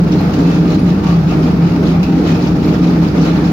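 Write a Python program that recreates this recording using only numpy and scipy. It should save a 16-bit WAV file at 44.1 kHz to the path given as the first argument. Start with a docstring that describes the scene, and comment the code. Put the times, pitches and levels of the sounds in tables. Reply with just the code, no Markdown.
"""The stands of a steel rolling mill drone and rumble in a large hall: one low tone of uneven level over noise.
Shaft and gears hum as sines, slightly wavering. Couplings knock and steel parts rattle as noise and rings.
The rolls scrape and crackle about six times a second, and noise near one pitch makes brief squeals.
The rod slaps and clatters in the guides; tongs clank once, and faint thin high rings come mostly on the left."""
import sys
import numpy as np
from scipy import signal
from scipy.fft import rfft, irfft
from scipy.io import wavfile
from scipy.ndimage import uniform_filter1d, minimum_filter1d

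SR = 44100
rng = np.random.default_rng(int(sys.argv[2]) if len(sys.argv) > 2 else 0)


def output_pcm(signal):
    """Save a mono or channel-first signal as 16-bit PCM at the path in sys.argv[1].

    Samples are clipped to [-1, 1] before scaling.
    """
    pcm = np.clip(np.atleast_2d(signal).T, -1, 1) * 32767
    wavfile.write(sys.argv[1], SR, np.round(pcm).astype(np.int16))


N = 155232

# spectrum of roar and rattle: (frequency [Hz], relative level [dB])
ROAR_SPECTRUM = [(100, -17.5), (350, -1), (480, 0.5), (570, -5.5), (820, -4.5), (1000, -10.5), (1300, -9),
                 (1700, -16), (2500, -19), (2900, -22.5), (5000, -23), (6800, -33), (8100, -47.5),
                 (9700, -43), (11200, -52), (13500, -38), (16000, -38.5)]
# spectrum of roll scrape and slap crack: (frequency [Hz], relative level [dB])
SCRAPE_SPECTRUM = [(300, -25), (1100, -15), (1800, 0), (2500, -3), (3100, -1.5), (4100, -1.5), (5200, -3),
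                   (5800, -5), (6800, -5.5), (8100, -23.5), (9700, -21.5), (11200, -31.5), (13500, -17),
                   (16000, -24)]
# spectrum of guide clatter and slap body: (frequency [Hz], relative level [dB])
CLATTER_SPECTRUM = [(300, -27), (550, 4), (820, 6.5), (1000, -5), (1250, 1), (1700, -11.5), (2400, -6.5),
                    (3000, -23.5), (7000, -46.5)]
SURGE_FROM_HZ = 215  # rumble and hum tones above this follow the surge


def amp(db):
    """Decibels to gain."""
    return 10 ** (np.asarray(db) / 20)


def evened(x):
    """Scales to rms 1."""
    return x / np.sqrt(np.mean(x ** 2) + 1e-20)


def clock():
    """Time of each sample [s], and frequency of each bin [Hz]."""
    return np.arange(N) / SR, np.fft.rfftfreq(N, 1 / SR)


def read(points):
    """A table over frequency, read at each bin on a log axis."""
    f, value = np.transpose(points)
    return np.interp(np.log(clock()[1] + 1), np.log(f + 1), value)


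def noise():
    """Unrelated white noise at each microphone."""
    return rng.standard_normal((2, N))


def coloured(x, gain):
    """Filters by a gain per bin; rms 1."""
    return evened(irfft(rfft(x) * gain, N))


def peak(hz, width_hz):
    """Response of one resonance, width at -3 dB; squaring it narrows the band."""
    return 1 / (1 + 2j * (clock()[1] - hz) / width_hz)


def drift(rate_hz):
    """Random drift of rms 1, mostly slower than rate_hz."""
    f = clock()[1]
    return coloured(rng.standard_normal(N), (f > 0) / (1 + (f / rate_hz) ** 4))


def dying(start_s, t60_s):
    """Sudden start, exponential decay by 60 dB in t60_s."""
    age = clock()[0] - start_s
    return (age >= 0) * np.exp(-np.log(1000) * np.maximum(age, 0) / t60_s)


def smeared(events, rise_s, t60_s):
    """Level of a series of (time, dB) blows drawn out by the hall; their powers add."""
    t = clock()[0]
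    power = 0
    for start_s, db in events:
        rise = np.clip((t - start_s) / rise_s, 0, 1)
        power = power + (amp(db) * rise * dying(start_s, t60_s)) ** 2
    return np.sqrt(power)


def hall(x):
    """Diffuse tail of the hall: convolution with decaying noise."""
    tail = noise() * dying(0, t60_s=0.7)
    return signal.fftconvolve(x, tail / np.linalg.norm(tail[0]), axes=1)[:, :N]


def surge():
    """Common gain of the upper rumble and the gear tones."""
    # (time [s], level [dB])
    surge_points = [(0, -2), (.06, -1.5), (.2, -0.5), (.3, -8), (.39, 0), (.47, -4), (.6, 0.5), (.72, 1.5),
                    (.87, -0.5), (1, -4), (1.12, -4.5), (1.232, -8.5), (1.341, 0), (1.45, 0.5), (1.681, -3),
                    (1.85, 1.5), (1.94, -3.5), (2.02, -8.5), (2.1, -.5), (2.22, 0.5), (2.26, 1),
                    (2.32, -1.5), (2.5, -1.5), (2.73, 2.5), (2.76, -4.5), (2.8, 1), (3.1, -1), (3.31, -0.5),
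                    (3.365, -4), (3.41, 1), (3.52, -4)]
    return amp(np.interp(clock()[0], *np.transpose(surge_points)))


def motor():
    """Shaft and gear tones that waver slightly at random in pitch and level; the upper ones also surge."""
    # continuous tones: (mean frequency [Hz], rms level [dB], left-right balance [dB])
    hums = [(64.6, -28, 0.4), (97.14, -33.5, 0), (306.5, -20.5, -1), (613, -40.5, 9)]
    top_wander_hz, waver_db = 0.47, 1.2  # wander of the last tone; lower tones wander less
    out = np.zeros((2, N))
    for hz, db, pan_db in hums:
        wander_hz = top_wander_hz * np.sqrt(hz / hums[3][0])
        turns = np.cumsum(hz + wander_hz * drift(3.04)) / SR + rng.random()
        tone = np.sin(2 * np.pi * turns) * amp(waver_db * drift(4.0))
        if hz > SURGE_FROM_HZ:
            tone = tone * surge()
        out += amp([[db + pan_db / 2], [db - pan_db / 2]]) * evened(tone)
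    return out


def rumble():
    """Low noise of the machinery; its upper part surges."""
    # (frequency [Hz], relative level [dB])
    rumble_spectrum = [(15, -31.5), (38, -18.5), (55, -16.5), (90, -8.5), (115, -12), (140, -1), (168, 0),
                       (202, 2), (224, -8), (245, -1.5), (320, -6), (350, -9), (450, -15), (600, -34),
                       (1200, -69)]
    whole = amp(-12.5) * coloured(noise(), amp(read(rumble_spectrum)))
    low = irfft(rfft(whole) / (1 + (clock()[1] / SURGE_FROM_HZ) ** 12), N)
    return low + (whole - low) * surge()


def roar():
    """Broad noise with a slow swell and a fast flutter."""
    level_db, swell_db, flutter_db = -25.5, 0.5, 1
    level = amp(level_db + swell_db * drift(1.4) + flutter_db * drift(28))
    return level * coloured(noise(), amp(read(ROAR_SPECTRUM)))


def rattle():
    """Many small blows at random times, each a short decaying burst of noise."""
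    blows_per_s, level_db, spread_db = 100, -34, 3
    strength = amp(spread_db * np.minimum(rng.exponential(1, N), 2))
    blows = (rng.random(N) < blows_per_s / SR) * strength
    envelope = signal.fftconvolve(blows, dying(0, t60_s=0.034))[:N]
    bursts = coloured(noise() * envelope, amp(read(ROAR_SPECTRUM)))
    return amp(level_db) * evened(bursts + 0.11 * hall(bursts))


def loose_parts(count=30):
    """Small steel parts, each ringing briefly at its own pitch when shaken."""
    lowest_hz, highest_hz, level_db, t60_s, blows_per_s = 594, 2822, -37, 0.14, 260
    t, out = clock()[0][:SR // 2], np.zeros((2, N))
    for hz in np.geomspace(lowest_hz, highest_hz, count) * rng.uniform(0.94, 1.04, count):
        tone = np.sin(2 * np.pi * (hz * t + rng.random((2, 1))))
        ring = tone * np.exp(-np.log(1000) * t / t60_s) / hz ** 0.64
        blows = (rng.random(N) < blows_per_s / count / SR) * rng.uniform(0.17, 1, N)
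        out += signal.oaconvolve(blows[None], ring, axes=1)[:, :N]
    return amp(level_db) * evened(out + 0.5 * hall(out))


def clank_and_high_rings():
    """Tongs snap shut on the rod with one ringing clank; faint high rings are narrow decaying noise."""
    # clank: (frequency [Hz], relative level [dB])
    clank_spectrum = [(500, -16), (2000, -11), (2480, 3), (3000, 3.5), (5200, 1.5), (6800, -7), (8200, -22),
                      (10000, -23), (11500, -18.5), (14000, -16), (16000, -19.5)]
    # faint thin high rings: (time [s], level before panning [dB], frequency [Hz])
    high_rings = [(.209, -48, 13300), (.795, -51, 9780), (1.388, -55, 10800), (2.656, -44, 13300)]
    clank_s, hall_db = 2.03, -10
    clank = coloured(noise(), amp(read(clank_spectrum)))
    hits = amp(-29) * dying(clank_s, t60_s=0.16) * clank
    clank_ring = coloured(noise(), peak(2600, width_hz=300) ** 2)
    hits = hits + amp(-31) * dying(clank_s, t60_s=0.35) * clank_ring
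    for start_s, db, hz in high_rings:
        high_ring = coloured(noise(), peak(hz, width_hz=250) ** 2)
        pan = amp([[-2], [-9]])  # louder on the left
        hits = hits + amp(db) * dying(start_s, t60_s=0.2) * high_ring * pan
    return hits + amp(hall_db) * hall(hits)


def guides():
    """Lumpy bursts of rod clatter: noise of quickly varying level under decaying envelopes."""
    # (time [s], level [dB])
    clatters = [(.19, -23.5), (.66, -26), (1.035, -24.5), (1.305, -22.5), (1.6, -25.5), (1.43, -27.5),
                (1.93, -23), (2.25, -24), (2.66, -25), (2.84, -25.5), (3.25, -22), (3.35, -25.5)]
    grain_db = 1
    clatter = coloured(noise() * amp(grain_db * drift(90)), amp(read(CLATTER_SPECTRUM)))
    return smeared(clatters, rise_s=0.016, t60_s=0.6) * clatter


def clacks():
    """The rod slaps the guides: a bright crack over the duller clatter of the guide, then the hall."""
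    # (time [s], crack level [dB], body level [dB])
    slaps = [(0.337, -29, -38), (.385, -31.5, -28), (.544, -33.5, -32.5), (0.702, -34, -40.5),
             (.743, -32.5, -39), (1.035, -36.5, -23), (1.391, -39, -23), (1.871, -36, -30.5),
             (2.176, -40, -24.5), (2.272, -26, -32.5), (2.303, -31, -31), (3.149, -38, -18.5),
             (3.247, -33, -37), (3.442, -35, -46.5)]
    rise_s, t60_s, hall_db = 0.003, 0.11, -7
    crack_level = smeared([(s, db) for s, db, _ in slaps], rise_s, t60_s)
    body_level = smeared([(s, db) for s, _, db in slaps], rise_s, t60_s)
    crack = crack_level * coloured(noise(), amp(read(SCRAPE_SPECTRUM)))
    body = body_level * coloured(noise(), amp(read(CLATTER_SPECTRUM)))
    return crack + body + amp(hall_db) * hall(crack + body)


def couplings():
    """Dull knocks of the loose couplings: low noise with a soft start and a long decay."""
    # spectrum: (frequency [Hz], relative level [dB])
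    knock_spectrum = [(100, -33), (210, -27), (260, 13.5), (330, -1), (420, -2), (600, -9), (850, -15.5),
                      (1400, -20.5), (2500, -32), (6000, -36.5), (9000, -55)]
    # (time [s], level [dB])
    knocks = [(.37, -10.5), (1.31, -14.5), (1.79, -14.5), (2.15, -13.5), (2.30, -17.5), (2.85, -18),
              (3.15, -13)]
    return smeared(knocks, rise_s=0.028, t60_s=0.87) * coloured(noise(), amp(read(knock_spectrum)))


def squeals():
    """The rod sticks and slips for a moment, giving a rough ring near one pitch."""
    # (peak time [s], level [dB], pitch [Hz], standard deviation of the Gaussian envelope [s])
    squeal_events = [(0.193, -39.5, 4200, 0.025), (0.743, -38.5, 4100, 0.03), (1.098, -30, 1160, 0.055),
                     (1.31, -37, 2670, 0.016), (2.354, -38, 2540, .04), (3.28, -36.5, 3970, 0.039),
                     (3.38, -34, 1760, 0.035)]
    width_share = 0.09  # of the pitch
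    t, out = clock()[0], 0
    for peak_s, db, hz, length_s in squeal_events:
        envelope = np.exp(-0.5 * ((t - peak_s) / length_s) ** 2)
        out = out + amp(db) * envelope * coloured(noise(), peak(hz, width_share * hz) ** 2)
    return out


def crackle(count=22):
    """Scale cracks under the rolls: many tiny snaps, each ringing in its own band."""
    lowest_hz, highest_hz, width_share = 1500, 5500, 0.16
    snaps_per_s, t60_s, spread_db = 600, 0.04, 3
    decay = np.exp(-np.log(1000) / (t60_s * SR))  # per sample
    out = 0
    for hz in np.geomspace(lowest_hz, highest_hz, count):
        strength = amp(spread_db * np.minimum(rng.exponential(1, N), 2.5))
        snaps = (rng.random(N) < snaps_per_s / count / SR) * strength
        level = signal.lfilter([1], [1, -decay], snaps)
        out = out + rfft(noise() * level) * peak(hz, width_share * hz) ** 2
    return evened(irfft(out, N))


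def rolls():
    """The rolls grind grit against the guides and set the steel ringing, now in one mode, now in another."""
    # scrapes of the turning rolls: (peak time [s], level [dB], fall to 1/e of the power [s])
    scrapes = [(0.123, -33, 0.027), (0.198, -37, 0.041), (0.344, -36, 0.04), (0.49, -33, 0.085),
               (0.708, -33, 0.053), (0.88, -35.5, 0.045), (1.08, -32, 0.054), (1.3, -33.5, 0.037),
               (1.45, -34.5, 0.05), (1.663, -37.5, 0.066), (1.874, -33.5, 0.052), (2.133, -40, 0.098),
               (2.286, -30.5, 0.068), (2.444, -34, 0.06), (2.667, -35, 0.11), (2.853, -32.5, 0.044),
               (3.046, -34.5, 0.048), (3.193, -34, 0.05), (3.26, -31, 0.055), (3.374, -37, 0.07),
               (3.468, -35, 0.05)]
    # modes of the rolls and guides: (frequency [Hz], gain at the peak [dB])
    steel_modes = [(791, 10.5), (845, 6), (920, 9), (1174, 6), (1227, 3), (1384, 5.5), (2371, -2),
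                   (2482, -1.5), (2557, -2.5), (2660, -3), (2918, -3.5)]
    rise_share = 0.48  # rise time over fall time
    grit_db, crackle_db, flicker_db = 0.5, -4.5, 2.5
    idle_db, scrape_ring_db = -41.5, -1.5  # ring at all times; ring relative to the scrape
    width_at_1khz_hz = 10
    t = clock()[0]

    power = 0
    for peak_s, db, fall_s in scrapes:
        spread_s = fall_s * np.where(t < peak_s, rise_share, 1)
        power = power + amp(db) ** 2 * np.exp(-((t - peak_s) / spread_s) ** 2)
    rub = np.sqrt(power)

    grains = noise() * amp(grit_db * drift(120)) + amp(crackle_db) * crackle()
    grit = coloured(grains, amp(read(SCRAPE_SPECTRUM)))

    ring = 0
    for hz, db in steel_modes:
        response = amp(db) * peak(hz, width_at_1khz_hz * np.sqrt(hz / 1000)) ** 2
        flicker = amp(flicker_db * np.minimum(drift(12), 1))
        ring = ring + irfft(rfft(noise()) * response, N) * flicker
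    return rub * grit + (amp(idle_db) + amp(scrape_ring_db) * rub) * evened(ring)


def drone():
    """The stands throb on one low tone whose pitch wavers a little."""
    # (time [s], rms level [dB])
    drone_level = [ (0, -9.5), (.09, -14), (.17, -11.5), (.23, -24), (.28, -7.5), (.31, -43), (.35, -32),
                   (.39, -17), (.5, -10.5), (.72, -15.5), (.79, -22), (.84, -11), (.935, -9), (.97, -40),
                   (1.04, -12.5), (1.2, -8.5), (1.245, -33), (1.29, -12), (1.38, -19.5), (1.495, -10),
                   (1.53, -30), (1.62, -9.5), (1.78, -18), (1.95, -15), (1.995, -6), (2.05, -28),
                   (2.12, -12.5), (2.24, -25), (2.32, -9.5), (2.36, -27), (2.45, -12.5), (2.58, -20.5),
                   (2.71, -14), (2.76, -37), (2.81, -13), (2.99, -12), (3.05, -8.5), (3.12, -39),
                   (3.18, -11), (3.33, -16.5), (3.38, -40.5), (3.44, -11.5), (3.52, -12.5)]
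    # (time [s], mean pitch [Hz])
    drone_pitch = [(0, 170.9), (.55, 168), (.85, 174), (1.15, 168), (1.42, 164.7), (1.6, 170.8),
                   (3.52, 168.2)]
    wander_hz = 2.2
    t = clock()[0]
    pitch_hz = np.interp(t, *np.transpose(drone_pitch)) + wander_hz * drift(8.4)
    turns = np.cumsum(pitch_hz) / SR + rng.random()
    return evened(np.sin(2 * np.pi * turns)) * amp(np.interp(t, *np.transpose(drone_level)))


def scene():
    """The diffuse sound reaches both microphones alike in the bass, unrelated in the treble."""
    # correlation of the two microphones: (frequency [Hz], correlation [0-1])
    likeness = [(30, .95), (70, .975), (170, .96), (290, .99), (360, .97), (450, .8), (560, .5), (750, .22),
                (1200, .08), (2200, 0), (16000, 0)]
    # balance of the microphones: (frequency [Hz], left-right [dB])
    tilt = [(170, 0), (300, 0.5), (450, -3.5), (620, 2), (1000, 0.5), (2100, -3), (2800, 3), (3500, 0),
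            (4200, -4), (5200, -3), (6500, 0.5), (7600, -3.5), (9500, 13), (11500, 12.5), (13500, 5.5),
            (16000, -8.5)]
    machinery = rumble() + roar() + rattle() + loose_parts()
    a, b = rfft(machinery + guides() + clacks() + couplings() + rolls())
    like = np.clip(read(likeness), -1, 1)
    mid = a * np.sqrt((1 + like) / 2)
    side = b * np.sqrt((1 - like) / 2)
    field = np.array([mid + side, mid - side]) + rfft(clank_and_high_rings() + squeals())
    half_tilt_db = read(tilt) / 2
    return irfft(field * amp([half_tilt_db, -half_tilt_db]), N) + motor() + drone()


def record(dry):
    """A limiter with smoothed gain holds the peaks; then a low-pass sets the band limit."""
    ceiling, edge_hz = 0.87, 15850
    gain = np.minimum(1, ceiling / (abs(dry).max(0) + 1e-9))
    gain = uniform_filter1d(minimum_filter1d(gain, size=601), size=601)
    lowpass = signal.firwin(511, edge_hz, window=("kaiser", 9), fs=SR)
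    return signal.oaconvolve(dry * gain, lowpass[None], "same")


dry = scene()
out = record(dry)
output_pcm(out)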